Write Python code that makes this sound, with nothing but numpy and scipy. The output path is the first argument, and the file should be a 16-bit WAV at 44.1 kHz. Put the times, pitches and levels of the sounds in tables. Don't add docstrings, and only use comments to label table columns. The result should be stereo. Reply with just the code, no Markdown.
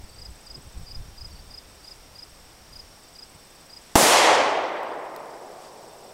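import sys
import numpy as np
from scipy import signal
from scipy.fft import rfft, irfft
from scipy.io import wavfile
from scipy.ndimage import uniform_filter1d

SR = 44100
rng = np.random.default_rng(int(sys.argv[2]) if len(sys.argv) > 2 else 0)


def transcribe(signal):
    frames = np.atleast_2d(signal).T
    limited = np.clip(frames, -1, 1)
    pcm = np.round(limited * 32767).astype(np.int16)
    wavfile.write(sys.argv[1], SR, pcm)


N = 270333
TIME = np.arange(N) / SR
BINS = np.fft.rfftfreq(N, 1 / SR)
SHOT_S = 3.9549


def gain_of(db):
    return 10 ** (np.asarray(db) / 20)


def evened(x):
    return x / np.sqrt(np.mean(x ** 2) + 1e-20)


def read(points, hz):
    f, value = np.transpose(points)
    return np.interp(np.log(hz + 1), np.log(f + 1), value)


def level(points, t):
    return gain_of(np.interp(t, *np.transpose(points)))


def panned(db):
    return gain_of(np.array([[1], [-1]]) * db / 2)


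def add(mix, s, sound):
    start = max(round(s * SR), 0)
    part = mix[..., start:][..., :sound.shape[-1]]
    part += sound[..., :part.shape[-1]]


def coloured(pair, db, same):
    a, b = rfft(pair)
    same = np.clip(same, -1, 1)
    mid = a * np.sqrt(1 + same)
    side = b * np.sqrt(1 - same)
    spectra = np.array([mid + side, mid - side]) * gain_of(db)
    return evened(irfft(spectra, N))


def noise(db, same):
    return coloured(rng.standard_normal((2, N)), db, same)


def ring(modes, t):
    return sum(gain_of(db - 60 * t / t60) * np.sin(2 * np.pi * hz * t) for hz, db, t60 in modes)


def bump(hz, length):
    band = signal.butter(2, [hz / np.sqrt(2), hz * np.sqrt(2)], "bandpass", fs=SR, output="sos")
    count = round(length * SR)
    filtered = signal.sosfilt(band, rng.standard_normal(SR))
    return evened(filtered[-count:] * np.hanning(count))


def swells(rows):
    power = 0
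    for s, db, length in rows:
        phase = np.clip((TIME - s) / length, -.5, .5)
        power = power + (gain_of(db) * np.cos(np.pi * phase)) ** 2
    return np.sqrt(power)


def blast():
    # start in seconds, height of the jump in dB,
    # length of the overpressure in ms, left-right difference in dB.
    fronts = [(3.9554, -14, 0.22, 12), (3.9558, -7, .15, 11), (3.9569, -2, 1.95, 1), (3.9601, 1.5, 0.64, 6),
              (3.9615, -2.5, 0.3, -17), (3.963, 1.5, 0.33, -9), (3.9829, -11, 0.31, 5)]
    # pitch in Hz, level against the jump in dB, t60 in seconds.
    housing = [(316, -11.5, 0.023), (906, -6.5, 0.013)]
    out = np.zeros((2, N))
    t = TIME[:SR // 10]
    for s, db, ms, pan_db in fronts:
        u = t * 1000 / ms
        pressure = (1 - u) * np.exp(-u)
        add(out, s, gain_of(db) * panned(pan_db) * (pressure + ring(housing, t)))
    return out


def bank():
    # centre in seconds, rms level in dB, middle of the band in Hz, length in seconds.
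    thuds = [(3.999, -27, 274, .035), (4.027, -24.5, 177, 0.0343), (4.296, -15, 775, .08)]
    out = np.zeros(N)
    for s, db, hz, length in thuds:
        add(out, s - length / 2, gain_of(db) * bump(hz, length))
    return out


def scatter(colour, per_s, wash):
    # frequency in Hz, likeness (1 means the same).
    likeness = [(50, 0.36), (300, 0.86), (700, 0.74), (1300, 0.5), (2500, 0.75), (6000, 0.76),
                (10000, 0.56), (11500, 1)]
    sparse = rng.standard_normal((2, N)) * (rng.random((2, N)) < per_s / SR)
    pair = evened(sparse) + wash * rng.standard_normal((2, N))
    return coloured(pair, read(colour, BINS), read(likeness, BINS))


def near_echo():
    # frequency in Hz, relative level in dB per Hz.
    near_colour = [(30, -28), (120, -11), (250, 5), (700, 8), (1400, 0), (3000, -11.5), (8000, -7),
                   (12000, -12.5), (16000, -21)]
    top_db, sag_db_per_s = -7, 53
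    clearing_s, fall_db_per_s = 0.1, 230
    near_db = top_db - sag_db_per_s * TIME - fall_db_per_s * np.maximum(TIME - clearing_s, 0)
    return scatter(near_colour, per_s=2900, wash=0.99) * gain_of(near_db)


def narrowed(pair, db_per_s):
    mid = pair.mean(0)
    return mid + (pair - mid) * gain_of(-db_per_s * TIME)


def woods_echo():
    # frequency in Hz, relative level in dB per Hz.
    woods_colour = [(30, -33), (110, -18), (200, -17), (350, -4), (600, 2.5), (900, 3), (1400, -4.5),
                    (2100, -2.5), (2650, -5), (3200, -2.5), (3700, -4.5), (7000, -2.5), (11000, -4.5),
                    (16000, -16.5)]
    # frequency in Hz, loss in dB per second.
    air_loss = [(100, 12), (300, 3.9), (700, 4.6), (1100, 5.25), (2000, 12.2), (3500, 25), (6000, 42),
                (9000, 64.3), (15000, 120)]
    # frequency in Hz, left-right difference in dB.
    lean = [(60, 4), (150, 1), (380, 1), (950, -2.5), (2380, 0), (5980, 1.0), (15000, -0.5)]
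    # seconds after the shot, left-right difference in dB.
    swing = [(0, 1), (.4, -0.5), (.7, -2.5), (1.2, -1), (2.1, -0.5)]
    top_db, trunks_db_per_s = .5, 6.5
    climb_s, climb_power = 0.26, 0.65
    crest_s, spread_power = 0.38, 1.55
    patchy_db = 1.0

    hz, t, z = signal.stft(scatter(woods_colour, per_s=900, wash=2.28), SR, nperseg=512)
    patches = uniform_filter1d(rng.standard_normal(z.shape[1:]), size=9, axis=0)
    patches = evened(uniform_filter1d(patches, size=5, axis=1))
    z = z * gain_of(patchy_db * patches - read(air_loss, hz)[:, None] * t)
    z = z * panned(read(lean, hz))[:, :, None]

    climb = np.minimum(TIME / climb_s, 1) ** climb_power
    beyond = np.maximum(TIME - crest_s, 0)
    spread = (1 + beyond / crest_s) ** spread_power
    roll = climb * gain_of(top_db - trunks_db_per_s * beyond) / spread
    woods = signal.istft(z, SR, nperseg=512)[1][:, :N] * roll
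    return narrowed(woods, db_per_s=2.5) * panned(np.interp(TIME, *np.transpose(swing)))


def echoes():
    out = np.zeros((2, N))
    add(out, SHOT_S, near_echo() + woods_echo())
    return out


def hills():
    # frequency in Hz, relative level in dB per Hz.
    rumble_colour = [(60, -26), (170, -6.5), (280, -8), (430, 3), (800, -1.5), (1300, -21), (3000, -37)]
    # seconds after the shot, level in dB.
    rumble_db = [(0, -78), (.7, -43), (1.4, -43), (2.2, -52.5)]
    strength = level(rumble_db, TIME - SHOT_S) * (TIME > SHOT_S)
    return strength * noise(read(rumble_colour, BINS), same=1.0)


def spent_case(tick_s=0.00092):
    # start in seconds, level in dB.
    case_hits = [(4.832, -35), (5.163, -29.5)]
    # pitch in Hz, level within the hit in dB, t60 in seconds.
    brass = [(4330, -7, 0.0097), (5000, -5, 0.01), (10500, -9, .008), (13340, -9, 0.019)]
    out = np.zeros(N)
    t = TIME[:SR // 10]
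    thin = signal.butter(2, 4000, "highpass", fs=SR, output="sos")
    for s, db in case_hits:
        tick = signal.sosfilt(thin, rng.standard_normal(len(t)) * np.exp(-t / tick_s))
        add(out, s, gain_of(db) * (0.88 * tick + ring(brass, t)))
    return out


def stroke(hz, length, crest, sag):
    u = np.arange(0, 1, 1 / (length * SR))
    waver = evened(uniform_filter1d(rng.standard_normal(len(u)), size=60))
    pitch = hz * (1 - sag * (u - crest) ** 2 + 0.0075 * waver)
    swell = np.sin(np.pi * u) ** 0.88
    return swell * np.sin(2 * np.pi * np.cumsum(pitch) / SR)


def beats(first, last, period):
    return np.linspace(first, last, round((last - first) / period) + 1)


def near_field_cricket(stroke_s, crest, sag):
    # start in seconds, seconds from first to second stroke, full-effort level in dB.
    chirps = [(.18, 0.032, -37.5), (.462, .037, -36.5), (.874, .0325, -36.5), (1.1745, 0.032, -36),
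              (1.5035, .032, -36.5), (1.84, .0315, -38), (2.151, .0323, -37), (2.7232, .0304, -37.5),
              (3.1505, 0.032, -38), (3.6945, 0.031, -39)]
    full_hz = 5072
    slowing = 1.155
    soft_start_db, flat_start = 5.5, 0.0295
    warm_up = 0.26
    out = np.zeros(N)
    for s, gap, db in chirps:
        for k in range(3):
            lack = warm_up ** k
            sound = stroke(full_hz * (1 - flat_start * lack), stroke_s, crest, sag)
            add(out, s, gain_of(db - soft_start_db * lack) * sound)
            s = s + gap * slowing ** k
    return out


def neighbour_crickets(stroke_s, crest, sag):
    # first stroke in seconds, last stroke in seconds, average pitch in Hz, level in dB.
    neighbour_chirps = [(.086, .154, 4680, -51), (.86, .895, 4790, -44), (1.31, 1.386, 4710, -48),
                        (1.825, 1.857, 4750, -53), (3.035, 3.07, 4700, -55), (3.556, 3.599, 4700, -55),
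                        (4.873, 4.912, 4900, -49), (5.293, 5.33, 4930, -52.5), (5.642, 5.678, 4930, -52)]
    out = np.zeros(N)
    for first, last, hz, db in neighbour_chirps:
        for s in beats(first, last, period=.037):
            add(out, s, gain_of(db) * stroke(hz + rng.normal(0, 45), stroke_s, crest, sag))
    return out


def field_crickets(stroke_s=.022, crest=.37, sag=0.32):
    return near_field_cricket(stroke_s, crest, sag) + neighbour_crickets(stroke_s, crest, sag)


def ground_cricket():
    # first stroke in seconds, last stroke in seconds, about how many seconds lie
    # between strokes, average pitch in Hz, average level in dB.
    trills = [(0.044, 0.835, .053, 8080, -54.5), (1.274, 1.335, .058, 7950, -58),
              (1.703, 1.964, .051, 8000, -58.5), (2.25, 2.503, .051, 8000, -59.5),
              (3.038, 3.925, .052, 8020, -56.5), (4.629, 6.094, .0521, 7910, -56)]
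    out = np.zeros(N)
    for first, last, period, hz, db in trills:
        for s in beats(first, last, period):
            gain = gain_of(db + rng.normal(0, 0.35))
            sound = stroke(hz + rng.normal(0, 39), length=0.016, crest=0.4, sag=.28)
            add(out, s - .009, gain * sound)
    return out


def crickets(wet_db=-11, t60=.13):
    direct = field_crickets() * panned(db=-6.0) + ground_cricket() * panned(db=16.5)
    t = TIME[:SR // 4]
    grass = rng.standard_normal((2, len(t))) * gain_of(-60 * t / t60)
    blur = signal.fftconvolve(direct, grass / np.linalg.norm(grass[0]), axes=1)[:, :N]
    return direct + gain_of(wet_db) * blur


def far_crickets(uneven_db=2, pan_db=13.0):
    # average pitch in Hz, seconds between strokes, average level in dB.
    far_trills = [(8540, 0.039, -62.5), (8430, 0.052, -65.5), (5600, 0.028, -61)]
    out = np.zeros(N)
    for hz, period, db in far_trills:
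        for s in np.arange(period * rng.random(), TIME[-1], period):
            late, loud, sharp = rng.standard_normal(3)
            sound = stroke(hz * (1 + 0.0077 * sharp), length=.019, crest=0.412, sag=0.26)
            add(out, s + .002 * late, gain_of(db + uneven_db * loud) * sound)
    return out * panned(pan_db)


def breeze(wind_db=-1.0):
    # time in seconds, level in dB before wind_db and the lull.
    wind = [(0.0, -47), (0.57, -53), (0.97, -43.5), (1.75, -53.5), (2.76, -53), (3.36, -62.5), (3.9, -58.5)]
    # centre in seconds, peak in dB, length in seconds.
    gusts = [(.025, -38, 0.12), (.21, -38.5, 0.085), (.3, -40.5, .09), (.52, -46, 0.074), (.67, -43, .09),
             (.8, -32.5, 0.12), (.92, -41, 0.097), (.99, -33.5, 0.092), (1.08, -39, 0.075),
             (1.24, -38.5, 0.12), (1.34, -39.5, .08), (1.43, -46, .22), (2.8, -51.5, .28)]
    # frequency in Hz, relative level in dB per Hz.
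    buffet = [(15, -2), (35, 2), (80, -3.5), (130, -11.5), (220, -23), (500, -37), (1500, -56)]
    # centre in seconds, rms level in dB, middle of the band in Hz, length in seconds.
    soft_bumps = [(0.573, -57, 310, .13), (0.582, -48.5, 160, 0.048), (3.359, -54, 109, 0.054)]
    lull_s, lull_db_per_s = 3.6, 12
    lull_db = lull_db_per_s * np.maximum(TIME - lull_s, 0)
    steady = gain_of(wind_db - lull_db) * level(wind, TIME)
    strength = np.hypot(steady, swells(gusts))
    out = strength * noise(read(buffet, BINS), same=0.55) * panned(db=1.0)
    for s, db, hz, length in soft_bumps:
        add(out, s - length / 2, gain_of(db) * bump(hz, length))
    return out


def meadow(air_db=-50.0):
    # frequency in Hz, relative level in dB per Hz.
    air_colour = [(20, 3), (60, 1), (150, 0.5), (350, 0.5), (800, 1), (1500, -4.5), (3000, -7), (5000, -9),
                  (7000, -11.5), (10000, -15.5), (15500, -18.5)]
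    # frequency in Hz, likeness (1 means the same).
    air_same = [(50, 1), (300, 0.78), (900, 0.47), (2000, 0.44), (10000, 0.57), (11500, 0.94)]
    # middle in Hz, width in Hz, level in dB over the air's 0.
    chorus = [(3602, 13, 0), (5030, 370, -5.5), (5530, 190, -4), (7700, 270, -13.5), (8520, 340, -10)]
    # frequency in Hz, relative level in dB per Hz.
    rustle = [(300, -20), (2000, -3), (5000, -3), (9500, -6), (12000, -14), (16000, -27)]
    # centre in seconds, peak in dB, length in seconds.
    stirs = [(1.9, -58, 0.23), (2.78, -60, .24), (3.9, -56, .35), (5.4, -55.5, 1.6), (5.64, -51.5, 0.12)]
    power = gain_of(read(air_colour, BINS)) ** 2
    for hz, width, db in chorus:
        power = power + gain_of(db) ** 2 * np.exp(-.5 * ((BINS - hz) / width) ** 2)
    air = gain_of(air_db) * noise(10 * np.log10(power), read(air_same, BINS))
    return air + swells(stirs) * noise(read(rustle, BINS), same=0.49)


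def scene():
    shot = blast() + bank() + echoes() + hills() + spent_case()
    return shot + crickets() + far_crickets() + meadow() + breeze()


def record(dry, ceiling=1.64, limit_db=-14, attack_s=0.011, recovery_db=5.0):
    x = ceiling * np.tanh(dry / ceiling)
    r = np.exp(-1 / (attack_s * SR))
    power_db = 10 * np.log10(signal.lfilter([1 - r], [1, -r], (x ** 2).mean(0)) + 1e-12)
    creep = recovery_db * TIME
    held_db = np.maximum.accumulate(power_db + creep) - creep
    over_db = np.maximum(held_db - limit_db, 0)
    r = np.exp(-1 / (0.001 * SR))
    cut_db = signal.lfilter([1 - r], [1, -r], over_db)
    x = np.clip(x / gain_of(cut_db), -1, 1)
    edge_hz = 15850
    low_pass = signal.firwin(511, edge_hz, window=("kaiser", 9), fs=SR)
    return signal.oaconvolve(x, low_pass[None], "same")


dry = scene()
out = record(dry)
transcribe(out)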